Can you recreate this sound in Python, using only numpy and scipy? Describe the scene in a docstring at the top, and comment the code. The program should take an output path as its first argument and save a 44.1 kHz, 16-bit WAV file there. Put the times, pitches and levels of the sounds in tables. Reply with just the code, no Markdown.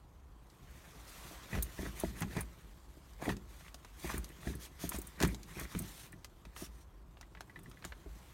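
"""A hand works the manual gear lever of a small parked car, engine off, close to a mono microphone.
The lever knocks into its gates and shakes console and cabin, all built from dying sine modes.
Its linkage clicks (coloured noise snaps) and tinks (rod modes); a steel watch strap jingles (chains of
short modes). Sleeve and leather gaiter rustle as coloured friction noise, over a low outdoor rumble."""
import sys
import numpy as np
from scipy import signal
from scipy.io import wavfile
from scipy.ndimage import uniform_filter1d

SR = 44100
rng = np.random.default_rng(int(sys.argv[2]) if len(sys.argv) > 2 else 0)


def transcribe(signal):
    """Save signal, clipped to [-1, 1], as a 16-bit WAV file at the path in sys.argv[1]."""
    frames = np.atleast_2d(signal).T
    limited = np.clip(frames, -1, 1)
    pcm = np.round(limited * 32767).astype(np.int16)
    wavfile.write(sys.argv[1], SR, pcm)


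N = 367747


# The lever meets a gate or stop. Each row: start in seconds, cabin boom in dB, console thud in dB,
# gate knock in dB (all before trims), tilt of the thud in dB per octave (higher is a harder blow).
CLUNKS = [(1.311, -62, -56, -60, 11), (1.529, -37, -39, -55, -9), (1.55, -33.5, -40, -53, -10),
          (1.569, -61, -50, -55, -1), (1.79, -40, -42, -50, 0), (1.829, -48, -44.5, -56, 8),
          (1.855, -41.5, -43.5, -60, 3), (2.036, -40, -34.5, -38, 7), (2.215, -47, -36.5, -60, -10),
          (2.246, -42, -40.5, -63, -7), (2.366, -43, -34.5, -46.5, -2.5), (2.97, -64, -59, -67, 8),
          (3.221, -55, -47, -51, 1), (3.268, -55, -42, -57, 15), (3.28, -41.5, -34.5, -40, 6.5),
          (4.044, -43, -40.5, -49.5, 7), (4.142, -40.5, -41, -61, 6), (4.178, -44, -49, -68, 1),
          (4.469, -37, -39, -52, -0.5), (4.497, -43, -43.5, -67, 4), (4.837, -45, -39, -47.5, -1),
          (4.943, -42.5, -45, -53, -7), (4.986, -68, -44.5, -65, 14), (5.209, -38, -36.5, -46, 5),
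          (5.234, -34, -29, -46, 0), (5.265, -42, -42.5, -60, -3), (5.568, -49, -47, -62, 2),
          (5.612, -51, -47.5, -58, 3), (5.75, -44, -36.5, -58, -6), (5.801, -47, -41.5, -59, -5),
          (6.135, -56, -51.5, -73, -9), (6.62, -51, -45, -54.5, 14), (7.847, -49, -52, -64, 3.5),
          (8.059, -47, -52, -62, 16)]
# Resonances of the cabin air, console panels and gate, before each blow's random shift.
# Each row: frequency in Hz, relative level in dB, time to fall 60 dB in seconds.
CABIN = [(55.14, -14.5, 0.53), (69.5, -11.5, 0.28)]
PANELS = [(106, -10, 0.28), (156.5, 1, 0.12), (185, 3.5, 0.13), (204.2, -8.5, 0.32), (262, 2, 0.072),
          (322.4, 2.5, 0.068), (389.5, -0.5, 0.063)]
GATE = [(424, -15, 0.038), (617, -2.5, 0.038), (662, -6, 0.062), (860, 2, 0.011), (936, -18, 0.056)]


def clunks(boom_trim_db=-1, thud_trim_db=0, knock_trim_db=-1,
           boom_rise_s=0.013, thud_rise_s=0.0013, knock_rise_s=0.0015, pivot_hz=230):
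    """Each blow rings gate, console panels and cabin air together; the heavy cabin air swells slowest."""
    out = np.zeros(N)
    t = np.arange(SR // 4) / SR
    for start, boom_db, thud_db, knock_db, tilt in CLUNKS:
        # a positive tilt favours the higher panel modes
        panels = [(hz, db + tilt * np.log2(hz / pivot_hz), t60) for hz, db, t60 in PANELS]
        knock = ring(GATE, t, detune=0.055) * (1 - np.exp(-t / knock_rise_s))
        add(out, start, gain_of(knock_db + knock_trim_db) * struck(knock))
        thud = ring(panels, t, detune=0.062) * (1 - np.exp(-t / thud_rise_s))
        add(out, start, gain_of(thud_db + thud_trim_db) * struck(thud))
        boom = ring(CABIN, t, detune=0.059) * (1 - np.exp(-t / boom_rise_s))
        add(out, start, gain_of(boom_db + boom_trim_db) * struck(boom))
    return out


# Hard clicks of the selector. Each row: start in seconds, body in dB, sharp edge in dB (before trims).
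CLICKS = [(0.5, -79, -66), (1.55, -48, -63), (2.22, -42.5, -45.5), (2.368, -47.5, -53), (3.133, -70, -66),
          (3.2918, -42.5, -54), (3.367, -61.5, -57), (3.608, -59.5, -72), (3.6805, -58, -70),
          (3.7432, -55.5, -52), (3.8471, -55, -59.5), (4.2436, -64, -50.5), (4.9184, -45, -63),
          (5.2023, -41.5, -45.5), (5.2142, -45, -45), (5.2251, -39.5, -35.5), (5.2327, -36, -41),
          (5.249, -39.5, -44.5), (5.3454, -56, -50), (5.431, -70, -54.5), (5.5684, -56, -70),
          (5.749, -47.5, -67), (6.2452, -54.5, -50.5), (6.4516, -57.5, -63), (6.5632, -51, -63),
          (7.17, -61.5, -90), (7.211, -57, -56), (7.3494, -55.5, -79), (7.407, -48, -54.5),
          (7.589, -61.5, -83), (7.7135, -60, -64.5), (7.8234, -57, -80), (7.842, -50, -64),
          (7.8491, -48, -47.5), (7.9217, -49, -80)]
# Spectra of the click's body (also the rattling bush) and of its edge.
# Each row: frequency in Hz, relative density in dB per Hz.
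CLICK_BODY = [(200, -9), (600, 5), (1150, 6.5), (1500, 6), (1950, 4), (2700, 1), (3600, -2), (5500, -16.5)]
CLICK_EDGE = [(2000, -9.5), (4000, 6.5), (6500, 7), (8000, 3), (12000, -1.5), (16000, -7)]


def clicks(body_trim_db=-2, edge_trim_db=-3, snap_s=0.0011, scatter_s=0.0058, scatter_db=-7, rise_s=0.00076):
    """A sharp snap of noise, scattered for a few milliseconds by the dashboard."""
    out = np.zeros(N)
    t = np.arange(SR // 10) / SR
    decay = np.exp(-t / snap_s) + gain_of(scatter_db) * np.exp(-t / scatter_s)
    shape = decay * (1 - np.exp(-t / rise_s))
    for start, body_db, edge_db in CLICKS:
        body, edge = rng.standard_normal((2, len(t))) * shape
        add(out, start, gain_of(body_db + body_trim_db) * struck(colour(body, CLICK_BODY)))
        add(out, start, gain_of(edge_db + edge_trim_db) * struck(colour(edge, CLICK_EDGE)))
    return out


# The steel shift rod rings briefly. 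Each row: start in seconds, rod peak in dB before the trim.
TINKS = [(1.531, -36), (1.551, -37), (1.787, -41.5), (1.853, -39.5), (2.048, -40.5), (2.398, -45),
         (3.2916, -29.5), (4.147, -40), (4.473, -36.5), (4.538, -48), (5.224, -26), (5.2503, -35),
         (6.128, -46.5), (7.229, -46), (7.372, -44.5), (7.497, -45.5), (7.559, -40.5), (7.659, -46),
         (7.772, -47.5)]
# Modes of the rod, before random shift.
# Each row: frequency in Hz, relative level in dB, time to fall 60 dB in seconds.
ROD = [(1720, 5.5, 0.037), (1920, 15.5, 0.013), (1956, 3.5, 0.052), (2240, -12, 0.017), (2460, -6, 0.035),
       (2970, -36, 0.018)]


def tinks(trim_db=-1, rise_s=0.00057, rattle_db=-7, rattle_s=0.0091):
    """Play in the linkage lets the greased rod ring briefly and rattle in its bush."""
    out = np.zeros(N)
    t = np.arange(SR // 10) / SR
    for start, db in TINKS:
        rod = peaked(ring(ROD, t, detune=0.025) * (1 - np.exp(-t / rise_s)))
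        rattle = rng.standard_normal(len(t)) * np.exp(-t / rattle_s)
        bush = peaked(colour(rattle, CLICK_BODY))
        add(out, start, gain_of(db + trim_db) * (rod + gain_of(rattle_db) * bush))
    return out


# Links of the watch strap collide. Each row: start in seconds, peak of the chain in dB before the trim.
JINGLES = [(1.625, -23), (1.9996, -30), (2.2067, -30), (2.4083, -27.5), (4.18, -29), (4.2428, -42),
           (4.2901, -46), (4.5526, -37.5), (4.892, -24), (4.9626, -33), (4.9862, -33), (5.017, -34),
           (5.07, -36), (5.2753, -33), (5.597, -32.5), (5.7897, -29), (5.8207, -34.5), (6.1225, -44.5),
           (7.5916, -50), (7.633, -51.5), (7.6974, -53)]
# Modes of a steel link, before random shift.
# Each row: frequency in Hz, relative level in dB, time to fall 60 dB in seconds.
STRAP = [(4090, -17, 0.01), (6600, -1.5, 0.006), (8130, -6, 0.032), (9410, -2, 0.0085), (9220, -1, 0.017),
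         (10030, -2.5, 0.013), (11230, 3, 0.0082), (12820, 2.5, 0.0045), (12800, -21.5, 0.0082),
         (14800, -9, 0.013), (14780, -2.5, .012)]


def jingles(trim_db=0, gap_s=0.0014, fade_db=4.0, count=6):
    """One steel link snaps against the next, each softer than the last, and the chain settles."""
    out = np.zeros(N)
    t = np.arange(SR // 25) / SR
    for start, db in JINGLES:
        chain = np.zeros(len(t))
        delays = np.cumsum(gap_s * rng.uniform(0.12, 2.1, count))
        for k, delay in enumerate(delays - delays[0]):
            link = ring(STRAP, t, detune=0.065, spread_db=11.5)
            add(chain, delay, gain_of(-fade_db * k) * link)
        add(out, start, gain_of(db + trim_db) * peaked(chain))
    return out


def cabin(x, t60=0.076, wet_db=-11):
    """Windscreen and trim return a short tail of sparse random echoes."""
    t = np.arange(SR // 4) / SR
    echoes = rng.standard_normal(len(t)) * (rng.random(len(t)) < 0.08)
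    taps = echoes * (t > 0.003) * gain_of(-60 * t / t60)
    return x + gain_of(wet_db) * signal.fftconvolve(x, taps / np.linalg.norm(taps))[:N]


# Pushes and slides of the hand. Each row: start in seconds, end in seconds, cloth hiss in dB,
# scrape of gaiter and gate in dB (both before trims).
STROKES = [(0.694, 1.046, -68.5, -64.5), (1.072, 1.347, -59.5, -75), (1.517, 1.591, -53.5, -45),
           (1.725, 1.785, -61, -79), (1.781, 1.9, -56.5, -52), (1.963, 2.018, -54, -55),
           (2.02, 2.109, -56.5, -57), (2.168, 2.23, -55, -51), (2.302, 2.382, -58.5, -55.5),
           (2.374, 2.413, -54, -44.5), (3.22, 3.266, -53, -46), (3.276, 3.329, -51, -43),
           (3.49, 3.705, -65, -67), (3.985, 4.034, -55.5, -75), (4.038, 4.177, -50.5, -47.5),
           (4.2, 4.34, -71, -67), (4.407, 4.47, -62, -58), (4.46, 4.528, -54.5, -54),
           (4.607, 4.67, -52.5, -59), (4.802, 4.879, -49.5, -55.5), (4.922, 4.972, -49, -48.5),
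           (5.201, 5.27, -51.5, -45.5), (5.274, 5.344, -59, -59), (5.482, 5.579, -61, -59),
           (5.579, 5.652, -51, -51.5), (5.702, 5.803, -56.5, -59), (5.826, 6.08, -58, -66),
           (6.568, 6.664, -52, -60.5), (6.715, 6.838, -71, -76), (7.842, 7.904, -64, -66)]
# Spectra of swishing cloth, scraping gaiter and gate, and the drumming console (also heard in shake).
# Each row: frequency in Hz, relative density in dB per Hz.
CLOTH = [(1060, -17), (1800, -8.5), (2080, -9), (2950, -10), (3480, -7), (4970, -11), (6130, -6.5),
         (7700, -12.5), (9160, -8), (10500, -13), (13300, -11.5), (15100, -17.5), (16000, -17)]
SCRAPE = [(250, -26), (450, -3), (650, -2), (800, -2), (1100, 0.5), (1450, -4), (1900, 1.5), (2200, -3.5),
          (2450, -2.5), (3000, -16.5), (4500, -18.5)]
CONSOLE = [(60, -34), (110, 4), (170, 3), (230, -4), (340, -2.5), (430, -10), (600, -23)]


def strokes(cloth_trim_db=0.5, scrape_trim_db=0, drum_db=-2, cloth_soft_s=0.015, scrape_soft_s=0.022):
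    """Under a firm push cloth swishes, gaiter and gate stick and slip, and the console drums."""
    starts, ends, cloth_db, scrape_db = np.transpose(STROKES)
    rubs = patchy(friction(grains_per_s=750, grain_share=0.38, flutter_db=1.5), depth_db=2.5)
    hiss = evened(colour(rubs, CLOTH))
    slips = patchy(friction(grains_per_s=300, grain_share=0.88, flutter_db=2.5), depth_db=3.5)
    grind = evened(colour(slips, SCRAPE)) + gain_of(drum_db) * evened(colour(slips, CONSOLE))
    cloth_gain = slides(starts, ends, cloth_db + cloth_trim_db, cloth_soft_s)
    scrape_gain = slides(starts, ends, scrape_db + scrape_trim_db, scrape_soft_s)
    return hiss * cloth_gain + grind * scrape_gain


def slides(starts, ends, dbs, soft_s, size=64):
    """Gain over time of strokes whose pressure builds, holds and lets go."""
    t = np.arange(0, N, size)[:, None] / SR
    building = (1 + np.tanh((t - starts) / soft_s)) / 2
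    letting_go = (1 + np.tanh((ends - t) / soft_s)) / 2
    return np.interp(np.arange(N) / SR, t[:, 0], (building * letting_go) @ gain_of(dbs))


# Spectra of the knitted sleeve and the leather gaiter.
# Each row: frequency in Hz, relative density in dB per Hz.
WOOL = [(1200, -2), (2000, 0.5), (2600, -4.5), (3400, -2), (5000, -6.5), (6500, -5.5), (9300, -8),
        (10500, -11.5), (12000, -7), (16000, -14.5)]
LEATHER = [(250, -32.5), (450, 0.5), (650, 2), (800, 0), (1100, 1.5), (1500, -5), (1950, -11), (2600, -9),
           (4000, -22.5)]


def sleeve(trim_db=0, rub_db=-4, follow_db=-10, follow_soft_s=0.072):
    """The knitted sleeve hisses and the leather gaiter folds as the arm moves, swelling around each stroke."""
    starts, ends, cloth_db, _ = np.transpose(STROKES)
    swells = slides(starts, ends, cloth_db + follow_db, follow_soft_s)
    motion = np.hypot(gain_of(arm_db() + trim_db), swells)
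    fibres = patchy(friction(grains_per_s=700, grain_share=0.43, flutter_db=1), depth_db=2)
    wool = evened(colour(fibres, WOOL))
    leather = evened(colour(fibres[::-1], LEATHER))  # reversed, so the two do not move in step
    return motion * (wool + gain_of(rub_db) * leather)


# How briskly the arm moves. Each row: time in seconds, sleeve rustle in dB before trims and swells.
ARM = [(0, -75.5), (.35, -75.5), (.5, -71), (1.3, -57), (2.3, -62), (2.7, -68.5), (3.42, -69), (3.9, -67),
       (4.5, -63.5), (4.74, -69), (5.0, -60.5), (5.41, -66), (5.9, -59), (6.15, -71), (7.05, -76),
       (7.75, -69), (8.0, -68), (8.34, -63.5)]


def arm_db():
    """Briskness of the arm over time, gliding from point to point."""
    return np.interp(np.arange(N) / SR, *np.transpose(ARM))


def friction(grains_per_s, grain_share, flutter_db):
    """Fine sliding noise with small catches, under uneven pressure."""
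    catches = rng.standard_normal(N) * (rng.random(N) < grains_per_s / SR)
    sliding = rng.standard_normal(N) + grain_share * evened(catches)
    return sliding * gain_of(flutter_db * wander(per_s=90))


def patchy(x, depth_db, frames=9, bins=5):
    """Folds come and go under the moving arm, so the colour of the rubbing keeps changing."""
    spectrum = signal.stft(x, nperseg=512)[2]
    folds = uniform_filter1d(rng.standard_normal(spectrum.shape), frames, axis=1)
    folds = evened(uniform_filter1d(folds, bins, axis=0))
    return evened(signal.istft(spectrum * gain_of(depth_db * folds))[1][:N])


def shake(rest_db=-65, drag_db=-4, clunk_db=-7, tink_db=-9):
    """The console drums softly at rest, more as the arm drags the lever, and after each clunk or tink."""
    drum = evened(colour(friction(grains_per_s=200, grain_share=0.22, flutter_db=3.0), CONSOLE))
    blows = [(start, thud_db + clunk_db) for start, _, thud_db, _, _ in CLUNKS]
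    blows += [(start, db + tink_db) for start, db in TINKS]
    drag = gain_of(arm_db() + drag_db)
    return drum * np.sqrt(gain_of(rest_db) ** 2 + drag ** 2 + tremble(blows) ** 2)


def tremble(blows, rise_s=0.029, fade_s=0.059):
    """Gain of the shaking that blows (seconds, dB) leave behind: it builds up, then dies away."""
    power = np.zeros(N)
    t = np.arange(SR) / SR
    shape = (1 - np.exp(-t / rise_s)) * np.exp(-t / fade_s)
    for start, db in blows:
        add(power, start, (gain_of(db) * shape) ** 2)
    return np.sqrt(power)


# Spectrum of the outdoor noise. Each row: frequency in Hz, relative density in dB per Hz.
RUMBLE = [(18, -28.5), (30, -15.5), (42, -3.5), (58, 1), (80, -9.5), (120, -19), (250, -34), (400, -27.5),
          (600, -30), (1100, -27.5), (2200, -48.5), (5000, -58)]


def rumble(level_db=-57):
    """Outdoor noise booms faintly and steadily in the closed cabin."""
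    return gain_of(level_db) * evened(colour(rng.standard_normal(N), RUMBLE))


def ring(modes, t, detune, spread_db=2):
    """Dying modes; each blow lands elsewhere, so it weights and detunes them anew."""
    hz, db, t60 = np.transpose(modes)[:, :, None]
    weight, shift, sign = rng.uniform(-1, 1, (3, len(modes), 1))
    waves = np.sign(sign) * np.sin(2 * np.pi * hz * (1 + detune * shift) * t)
    return (waves * gain_of(db + spread_db * weight - 60 * t / t60)).sum(0)


def colour(x, points, size=8192):
    """Causal minimum-phase filter through the given (Hz, dB) points."""
    hz, db = np.transpose(points)
    f = abs(np.fft.fftfreq(size, 1 / SR)) + 1
    # beyond the end points the response falls 24 dB per octave, down to a floor
    octaves_outside = np.maximum(np.log2(hz[0] / f), 0) + np.maximum(np.log2(f / hz[-1]), 0)
    shape_db = np.maximum(np.interp(np.log(f), np.log(hz), db) - 24 * octaves_outside, -90)
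    # the Hilbert transform of the log gain gives the minimum phase
    response = np.exp(np.conj(signal.hilbert(np.log(gain_of(shape_db)))))
    taps = np.fft.ifft(response).real
    return signal.oaconvolve(x, taps[:size // 2])[:len(x)]


def wander(per_s, size=64):
    """Smooth chance of rms 1 that heads for a new random value per_s times a second."""
    knots = rng.standard_normal(N // size)
    return evened(np.interp(np.arange(N) * per_s / SR, np.arange(len(knots)), knots))


def gain_of(db):
    """Decibels to amplitude."""
    return 10 ** (np.asarray(db) / 20)


def evened(x):
    """Scales to rms 1."""
    return x / np.sqrt(np.mean(x ** 2) + 1e-20)


def peaked(x):
    """Scales to peak 1."""
    return x / (abs(x).max() + 1e-20)


def struck(x, size=882):
    """Scales a hit to rms 1 over its loudest 20 ms."""
    return x / np.sqrt(uniform_filter1d(x ** 2, size, mode="constant").max() + 1e-20)


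def add(mix, start, sound):
    """Mixes a sound in at a start time in seconds, cut off at the end of the mix."""
    part = mix[max(round(start * SR), 0):][:len(sound)]
    part += sound[:len(part)]


def scene():
    """All sources at one microphone, the same in both channels."""
    bright_hits = cabin(clicks() + tinks() + jingles())
    mono = clunks() + bright_hits + strokes() + sleeve() + shake() + rumble()
    return np.array([mono, mono])


def record(dry, edge_hz=16050):
    """A steep low-pass limits the treble."""
    taps = signal.firwin(511, edge_hz, window=("kaiser", 9), fs=SR)
    return signal.oaconvolve(dry, taps[None], "same")


dry = scene()
out = record(dry)
transcribe(out)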